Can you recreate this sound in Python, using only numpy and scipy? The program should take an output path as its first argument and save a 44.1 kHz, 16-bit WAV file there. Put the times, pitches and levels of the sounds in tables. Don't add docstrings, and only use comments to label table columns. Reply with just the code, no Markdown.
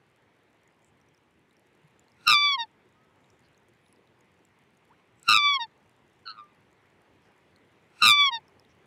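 import sys
import numpy as np
from scipy import signal
from scipy.io import wavfile
from scipy.ndimage import uniform_filter1d

SR = 44100
rng = np.random.default_rng(int(sys.argv[2]) if len(sys.argv) > 2 else 0)


def natural_amplitude(level_db):
    exponent = np.asarray(level_db, float) / 20
    return 10 ** exponent


def bounce(signal):
    frames = np.transpose(np.atleast_2d(signal))
    limited = np.clip(frames, -1, 1)
    pcm = np.round(limited * 32767).astype(np.int16)
    wavfile.write(sys.argv[1], SR, pcm)


N = 390726

# share of the time to lock, beat rate in Hz,
# its level against the first membrane in dB, level of the double-beat tone in dB.
MEMBRANE_BEATS = [(-.13, 103.7, 24, -4), (0, 103.4, 9.5, -4), (.1, 106.4, -9, -4), (.36, 103.4, -14, .3),
                  (.56, 110.8, 3.5, -23), (.8, 114, -12, -24.5), (1.11, 111.4, -39.5, -58)]
# frequency in Hz, gain in dB.
NEAR_PIPE = [(1000, -3), (1250, 3), (1600, -5.5), (2350, -0.5), (2750, -1.5), (3300, 2), (3850, -2),
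             (4600, -9.5), (5200, 2), (6000, -8)]


def evened(x):
    return x / np.sqrt(np.mean(x ** 2) + 1e-20)


def read(points, hz):
    f, value = np.transpose(points)
    return np.interp(np.log(hz + 1), np.log(f + 1), value)


def curves(rows, t):
    s, *columns = np.transpose(rows)
    return [np.interp(t, s, c) for c in columns]


def add(mix, s, sound):
    part = mix[round(s * SR):][:len(sound)]
    part += sound[:len(part)]


def resonate(x, hz, width):
    return signal.lfilter(*signal.iirpeak(hz, hz / width, SR), x)


def smooth_noise(count, window):
    once = uniform_filter1d(rng.standard_normal(count), window)
    return evened(uniform_filter1d(once, window))


def voice(hz, effort_db, bright_db, beats, pipe, throat, turn_db=0, first_turn=0, fan=0.67,
          pull=0.13, pull_turn=.36, double_turn=0.083, triple=0.42, spread=0.88, back=.7,
          rasp=0.22, shiver=.2, wobble=0.0011, stumble=.05, pressed_db=18):
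    # frequency in Hz, level in dB against partial 2.
    bill_colour = [(4400, -0.5), (4800, -10), (5200, -29.5), (5550, -4.5), (5700, -24), (5850, -23.5),
                   (6500, -50), (6800, -62.5), (7000, -46.5), (7400, -39), (7780, -36.5), (7950, -63.5),
                   (8150, -39), (8600, -68.5)]
    throb, double_throb = .65, .6
    notch_hz, notch_width_hz, notch_db = 4530, 42, -17
    count, levels_db = len(hz), []
    beat_hz, second_db, double_db = beats
    drift = [evened(uniform_filter1d(d, 300)) for d in rng.standard_normal((2, count))]
    flutter = smooth_noise(count, 80)
    hz = uniform_filter1d(hz, 300) * (1 + wobble * drift[0])

    second = natural_amplitude(second_db)
    double = natural_amplitude(double_db) * np.exp(2j * np.pi * double_turn)
    beat = 2 * np.pi * np.cumsum(beat_hz * (1 + stumble * drift[1])) / SR + 2 * np.pi * first_turn
    around = np.exp(2j * np.pi * np.arange(32) / 32)[:, None]
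    slow = slice(0, None, 16)
    joint = 1 + second[slow] * around + double[slow] * around ** 2
    joint = joint + triple * double[slow] ** 2 * around ** 3
    fight = np.minimum(second, 1 / second)
    pair = np.minimum(abs(double), 1)
    strain = np.maximum(fight, pair)

    angle = 2 * np.pi * np.cumsum(hz) / SR + pull * fight * np.sin(beat + 2 * np.pi * pull_turn)
    angle += shiver * strain * smooth_noise(count, 160)

    out = np.zeros(count)
    for k in range(1, 9):
        n = np.arange(3 * k + 1)[:, None]
        tone_hz = k * hz[slow] + n * beat_hz[slow]
        tones = np.fft.fft(joint ** k, axis=0)[:len(n)] * natural_amplitude(read(pipe, tone_hz) * (k < 5))
        power = abs(tones) ** 2
        middle = (n * power).sum(0) / power.sum(0)
        if k > 1:
            sweep = np.exp(1j * spread / k * (n - middle) ** 2)
            tones = tones * (1 / sweep + back * (-1.) ** n * sweep)
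        tones = tones / np.linalg.norm(tones, axis=0) * natural_amplitude(read(bill_colour, tone_hz) * (k > 4))
        tones = np.repeat(tones, 16, axis=1)[:, :count]
        partial = (tones * np.exp(1j * n * beat)).sum(0) * np.exp(1j * (k * angle + 0.71 * k * k))
        if k > 1:
            single_swell = throb * fight * (1 - pair) * np.cos(beat)
            partial *= 1 + single_swell + double_throb * pair * np.cos(2 * beat)
        centre_hz = k * hz + np.repeat(middle, 16)[:count] * beat_hz
        pocket_db = notch_db / (1 + (2 * (centre_hz - notch_hz) / notch_width_hz) ** 2)
        levels_db.append(effort_db + bright_db * (k - 1) ** fan + read(throat, centre_hz) + pocket_db)
        if k < 5:
            db = turn_db * (k > 3) + levels_db[k - 1]
        else:
            db = levels_db[1] + pressed_db * strain * (k > 5)
        out -= natural_amplitude(uniform_filter1d(db, 200)) * np.sqrt(2) * partial.real
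    out *= 1 + rasp * strain * flutter
    return out * signal.windows.tukey(count, 600 / count)


def call(k):
    # onset in seconds, membranes lock in seconds, note closes in seconds,
    # turn of the bill in dB on partial 4, extra strength of the second membrane in dB.
    timings = [
        (2.275, 2.365, 2.575, 3.5, -1),
        (5.285, 5.405, 5.59, -.4, 5.5),
        (8.022, 8.135, 8.31, -5.5, -1),
    ]
    # time in seconds, effort in dB, brightness in dB per partial.
    breath = [
        [(2.255, -56, -2), (2.263, -36.5, -13), (2.274, -19, -.6), (2.342, -20.5, -0.83), (2.4, -31, 2),
         (2.452, -27, 1), (2.514, -32, 2.5), (2.553, -28.5, -2.5), (2.582, -43, -25)],
        [(5.265, -54, -5.5), (5.274, -36, -10), (5.288, -18, -1.5), (5.36, -20.5, -1.5), (5.416, -30, 0),
         (5.462, -23.5, -1), (5.53, -28.5, 0), (5.57, -28, -2.5), (5.597, -45.5, -37)],
        [(8.0, -58.5, -2.5), (8.011, -41, -11), (8.024, -18, 0), (8.105, -20, 2.5), (8.162, -29, 1.5),
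         (8.21, -24.5, 2.5), (8.262, -27, 1), (8.291, -27.5, -1), (8.317, -51, -23.5)],
    ]
    # frequency in Hz, gain in dB.
    near_throat = [(1100, -0.5), (2130, -5), (2330, 0.5), (2700, -2.5), (3250, 2.5), (3750, 0), (4400, -7),
                   (5100, -9.5)]
    start_hz, hold_hz, sag_hz, sag_s = 1240.3, 1166, 150, .043
    overshoot_hz, overshoot_share = 54.7, 0.083
    onset, lock, close, turn_db, extra_db = timings[k]
    t = np.arange(breath[k][0][0], breath[k][-1][0], 1 / SR)
    share = (t - onset) / (lock - onset)
    hz = hold_hz + (start_hz - hold_hz) * np.maximum(1 - share, 0) - sag_hz * np.exp((t - close) / sag_s)
    hz += overshoot_hz * np.exp(-np.maximum(share + overshoot_share, 0) / overshoot_share)
    beat_hz, second_db, double_db = curves(MEMBRANE_BEATS, share)
    beats = beat_hz, second_db + extra_db, double_db
    return t[0], voice(hz, *curves(breath[k], t), beats, NEAR_PIPE, near_throat, turn_db, first_turn=.48)


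def hiccup(s, length, db, bright_db):
    # share of the hiccup's length, effort in dB, brightness in dB per partial.
    hiccup_breath = [(0, -2, -14.5), (.2, 0, 0), (.45, 0, 2), (.74, -7.5, 2.5), (.87, -11, -13),
                     (1.099, -43, -26)]
    # frequency in Hz, gain in dB.
    narrow_throat = [(900, -1.2), (1860, -7.5), (2790, -14.5), (3700, -1)]
    share = np.arange(0, hiccup_breath[-1][0] * length, 1 / SR) / length
    effort_db, tilt_db = curves(hiccup_breath, share)
    hz = 950 - 86 * share ** 1.53
    locked = curves(MEMBRANE_BEATS[-1:], share)
    return s, voice(hz, db + effort_db, bright_db + tilt_db, locked, NEAR_PIPE, narrow_throat)


def answer():
    # time in seconds, pitch in Hz, effort in dB, brightness in dB per partial.
    soft_notes = [
        [(6.25, 1384, -60, -3), (6.264, 1383, -43, 0), (6.288, 1335, -40.5, 0), (6.312, 1275, -46.5, 1.5),
         (6.34, 1245, -57, -4), (6.362, 1286, -54, -14)],
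        [(6.368, 1217, -54, -7), (6.384, 1227, -46.5, -2), (6.405, 1190, -46, -1), (6.42, 1192, -48.5, -9),
         (6.446, 1190, -59.5, -9), (6.52, 1195, -78, -3)],
    ]
    # time in seconds, beat rate in Hz, second membrane in dB, double-beat tone in dB.
    soft_beats = [(6.25, 106, 18, 2.5), (6.275, 107, 2, -23), (6.3, 109, -26, 0.5), (6.36, 105.5, 11, .1),
                  (6.37, 108, 1, -22), (6.4, 110, -5, -31), (6.425, 110, -14.5, -32),
                  (6.45, 110, -42.5, -61.5)]
    # frequency in Hz, gain in dB.
    far_pipe = [(1000, 10), (1350, -1), (1800, -12), (2400, -11), (3000, 3), (3600, -6), (4350, 12),
                (4750, -23), (5500, -8)]
    # frequency in Hz, gain in dB.
    far_throat = [(1300, 1), (2500, -18.5), (2900, -13), (3750, -18.5), (4300, 0), (4900, -28), (5600, -39)]
    t = np.arange(soft_notes[0][0][0], soft_notes[1][-1][0], 1 / SR)
    pitch_and_breath = curves([*soft_notes[0], *soft_notes[1]], t)
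    return t[0], voice(*pitch_and_breath, curves(soft_beats, t), far_pipe, far_throat,
                       pull=0.77, back=0.39, shiver=.06, rasp=.15)


def puff(s, db, lead, hiss=0.39):
    # frequency in Hz, width in Hz, gain in dB.
    windpipe = [(1400, 147.8, 11.5), (2620, 490, 2), (4000, 370, -4), (5460, 390, -8.5), (7800, 960, -10.5)]
    t = np.arange(-.2, .1, 1 / SR)
    air = rng.standard_normal(len(t))
    tube = sum(natural_amplitude(g) * resonate(resonate(air, f, w), f, w) for f, w, g in windpipe)
    air = evened(tube + hiss * resonate(resonate(air, 4000, 4500), 3500, 4500))
    return s + t[0], air * natural_amplitude(db + np.where(t < 0, 20 * t / lead, -600 * t))


def shore(x, t60=0.22):
    t = np.arange(SR // 2) / SR
    sparse = rng.choice([-1., 1.], len(t)) * (rng.random(len(t)) < 2000 / SR)
    taps = sparse * natural_amplitude(-60 * t / t60) * (t > .008)
    return signal.fftconvolve(x, taps / np.linalg.norm(taps))[:N]


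def tick(hz, snap_db, ring_s=0.001):
    t = np.arange(-.002, .006, 1 / SR)
    shape = np.exp(-abs(t) / np.where(t < 0, .0004, ring_s))
    snap = evened(resonate(resonate(rng.standard_normal(len(t)), 8200, 6900), 8000, 9000))
    return shape * (np.cos(2 * np.pi * hz * t) + 1.1 * natural_amplitude(snap_db) * snap)


def bubble(s, length, hz, octaves, db, bend=1.7, top=0.28):
    u = np.arange(0, length, 1 / SR) / length
    level_db = db - np.where(u < top, 19 * (1 - u / top), 17 * (u - top) / (1 - top))
    pitch_hz = hz * 2 ** (octaves * u ** bend)
    return s, natural_amplitude(level_db) * np.sqrt(2) * np.sin(2 * np.pi * np.cumsum(pitch_hz) / SR)


def water(faint_per_s=34, faint_db=-77):
    # time in seconds, level in dB, ring in Hz.
    clear_ticks = [(.6759, -57, 6870), (.8448, -55.5, 7600), (1.0135, -59, 5710), (1.0864, -61, 5910),
                   (1.1463, -57.5, 5230), (1.1767, -59, 5890), (1.5094, -58, 3800), (1.567, -59, 5550),
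                   (1.9942, -50.5, 7150), (2.082, -56.5, 4240), (2.1186, -56.5, 5170), (2.2103, -54, 3740),
                   (3.243, -58, 3810), (3.3017, -54.5, 5600), (3.5456, -58, 4130), (3.5768, -57, 6460),
                   (3.8628, -56, 3760), (3.926, -53, 10600), (3.9605, -60, 4980), (4.0731, -58, 3810),
                   (4.2078, -57, 6750), (4.4505, -53.5, 7650), (4.7705, -59, 6720), (5.1961, -54.5, 7690),
                   (5.2292, -41.5, 7650), (7.5607, -50.5, 4200), (8.2164, -48, 8040), (8.4811, -52, 5430),
                   (8.596, -47.5, 5160), (8.649, -54, 3700)]
    # start in seconds, length in seconds, pitch in Hz, rise in octaves, level in dB.
    bubbles = [
        (1.835, .045, 151, -.1, -52.5),
        (4.895, .055, 812, 1.37, -57),
    ]
    out = np.zeros(N)
    for s, db, hz in clear_ticks:
        snap_db = -15.5 + 7 * np.log2(hz / 4000)
        add(out, s - .001, natural_amplitude(db) * tick(hz, snap_db))
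    for hz in np.geomspace(4200, 10000, 12):
        hits = rng.random(N) < faint_per_s / 12 / SR
        size = natural_amplitude(faint_db + 3.2 * np.minimum(rng.exponential(1, N), 4)) * hits
        out += signal.oaconvolve(size, tick(hz, -1.5))[:N]
    for row in bubbles:
        add(out, *bubble(*row))
    return out


def rustle(s, length, hz, width, db):
    count = round(length * SR)
    grain = 1 + 0.24 * evened(uniform_filter1d(rng.standard_normal(count), 200))
    brush = resonate(resonate(rng.standard_normal(count), hz, width), hz, width)
    return s, natural_amplitude(db) * evened(brush) * grain * np.hanning(count)


def distant():
    start_s, length_s, base_hz, arch_hz, level_db = 2.94, .42, 1180, 110, -69
    u = np.arange(0, length_s, 1 / SR) / length_s
    hz = base_hz + arch_hz * np.sin(2.6 * u ** .55)
    fade = natural_amplitude(level_db - 23 * u) * np.minimum(u / 0.072, 1)
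    return start_s, fade * np.sqrt(2) * np.sin(2 * np.pi * np.cumsum(hz) / SR)


def hum(patchy_db=1.42):
    # frequency in Hz, density in dB per Hz.
    hum_colour = [(18, -42), (30, -14.5), (103, 5.5), (244, -0.8), (294, -2), (353, 0.5), (645, -8),
                  (930, -6.5), (1380, -11.5), (2040, -9), (3540, -19), (4730, -27.5), (10700, -35.5),
                  (15800, -46)]
    # time in seconds, level in dB.
    hum_swell = [(0, -64), (1.4, -65), (1.9, -63), (5, -63.5), (8.86, -61)]
    frames, hz = N // 1024 + 5, np.fft.rfftfreq(4096, 1 / SR)
    a, b, patches = rng.standard_normal((frames, 2049, 3)).T
    patches = evened(uniform_filter1d(uniform_filter1d(patches, 50, 0), 3, 1))
    z = (a + 1j * b) * natural_amplitude(read(hum_colour, hz)[:, None] + patchy_db * patches)
    level_db, = curves(hum_swell, np.arange(N) / SR)
    return natural_amplitude(level_db) * evened(signal.istft(z, nperseg=4096, noverlap=3072)[1][:N])


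def scene():
    # start in seconds, length in seconds, level in dB, brightness in dB per partial.
    hiccups = [
        (2.574, 0.083, -31, -1.5),
        (5.588, 0.076, -32, -2),
        (8.308, 0.089, -32.5, -1),
    ]
    # onset in seconds, level in dB, lead in seconds.
    puffs = [
        (2.27, -51.5, 0.083),
        (5.28, -48, 0.048),
        (8.015, -49, 0.071),
        (5, -75.5, .05),
    ]
    # start in seconds, length in seconds, centre in Hz, width in Hz, level in dB.
    rustles = [(0.837, 0.075, 7800, 2000, -74.5), (3.1, 0.39, 7040, 1493, -85),
               (3.423, 0.061, 4500, 900, -73.5), (3.79, 0.16, 10410, 896, -79.5),
               (5.14, 0.1, 7800, 500, -83), (7.186, 0.14, 5280, 2490, -80), (8.676, 0.065, 5710, 900, -75),
               (6.25, .08, 6500, 4000, -79)]
    near, far, lake = np.zeros(N), np.zeros(N), water() + hum()
    for k in range(3):
        add(near, *call(k))
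        add(near, *hiccup(*hiccups[k]))
    add(far, *answer())
    add(lake, *distant())
    for row in puffs:
        add(near, *puff(*row))
    for row in rustles:
        add(lake, *rustle(*row))
    return (near + natural_amplitude(-47) * shore(near) + far + natural_amplitude(-28) * shore(far) + lake)[None]


def low_pass(x):
    return signal.sosfilt(signal.butter(12, 15940, fs=SR, output="sos"), x)


def record(dry):
    top, knee = .3, 14.0
    clipped = dry / (1 + abs(dry / top) ** knee) ** (1 / knee)
    clipped = signal.lfilter(*signal.butter(1, 130, "high", fs=SR), clipped)
    edge = signal.firwin(511, 15900, window=("kaiser", 9), fs=SR)[None]
    return low_pass(signal.oaconvolve(clipped, edge, "same"))


dry = scene()
out = record(dry)
bounce(out)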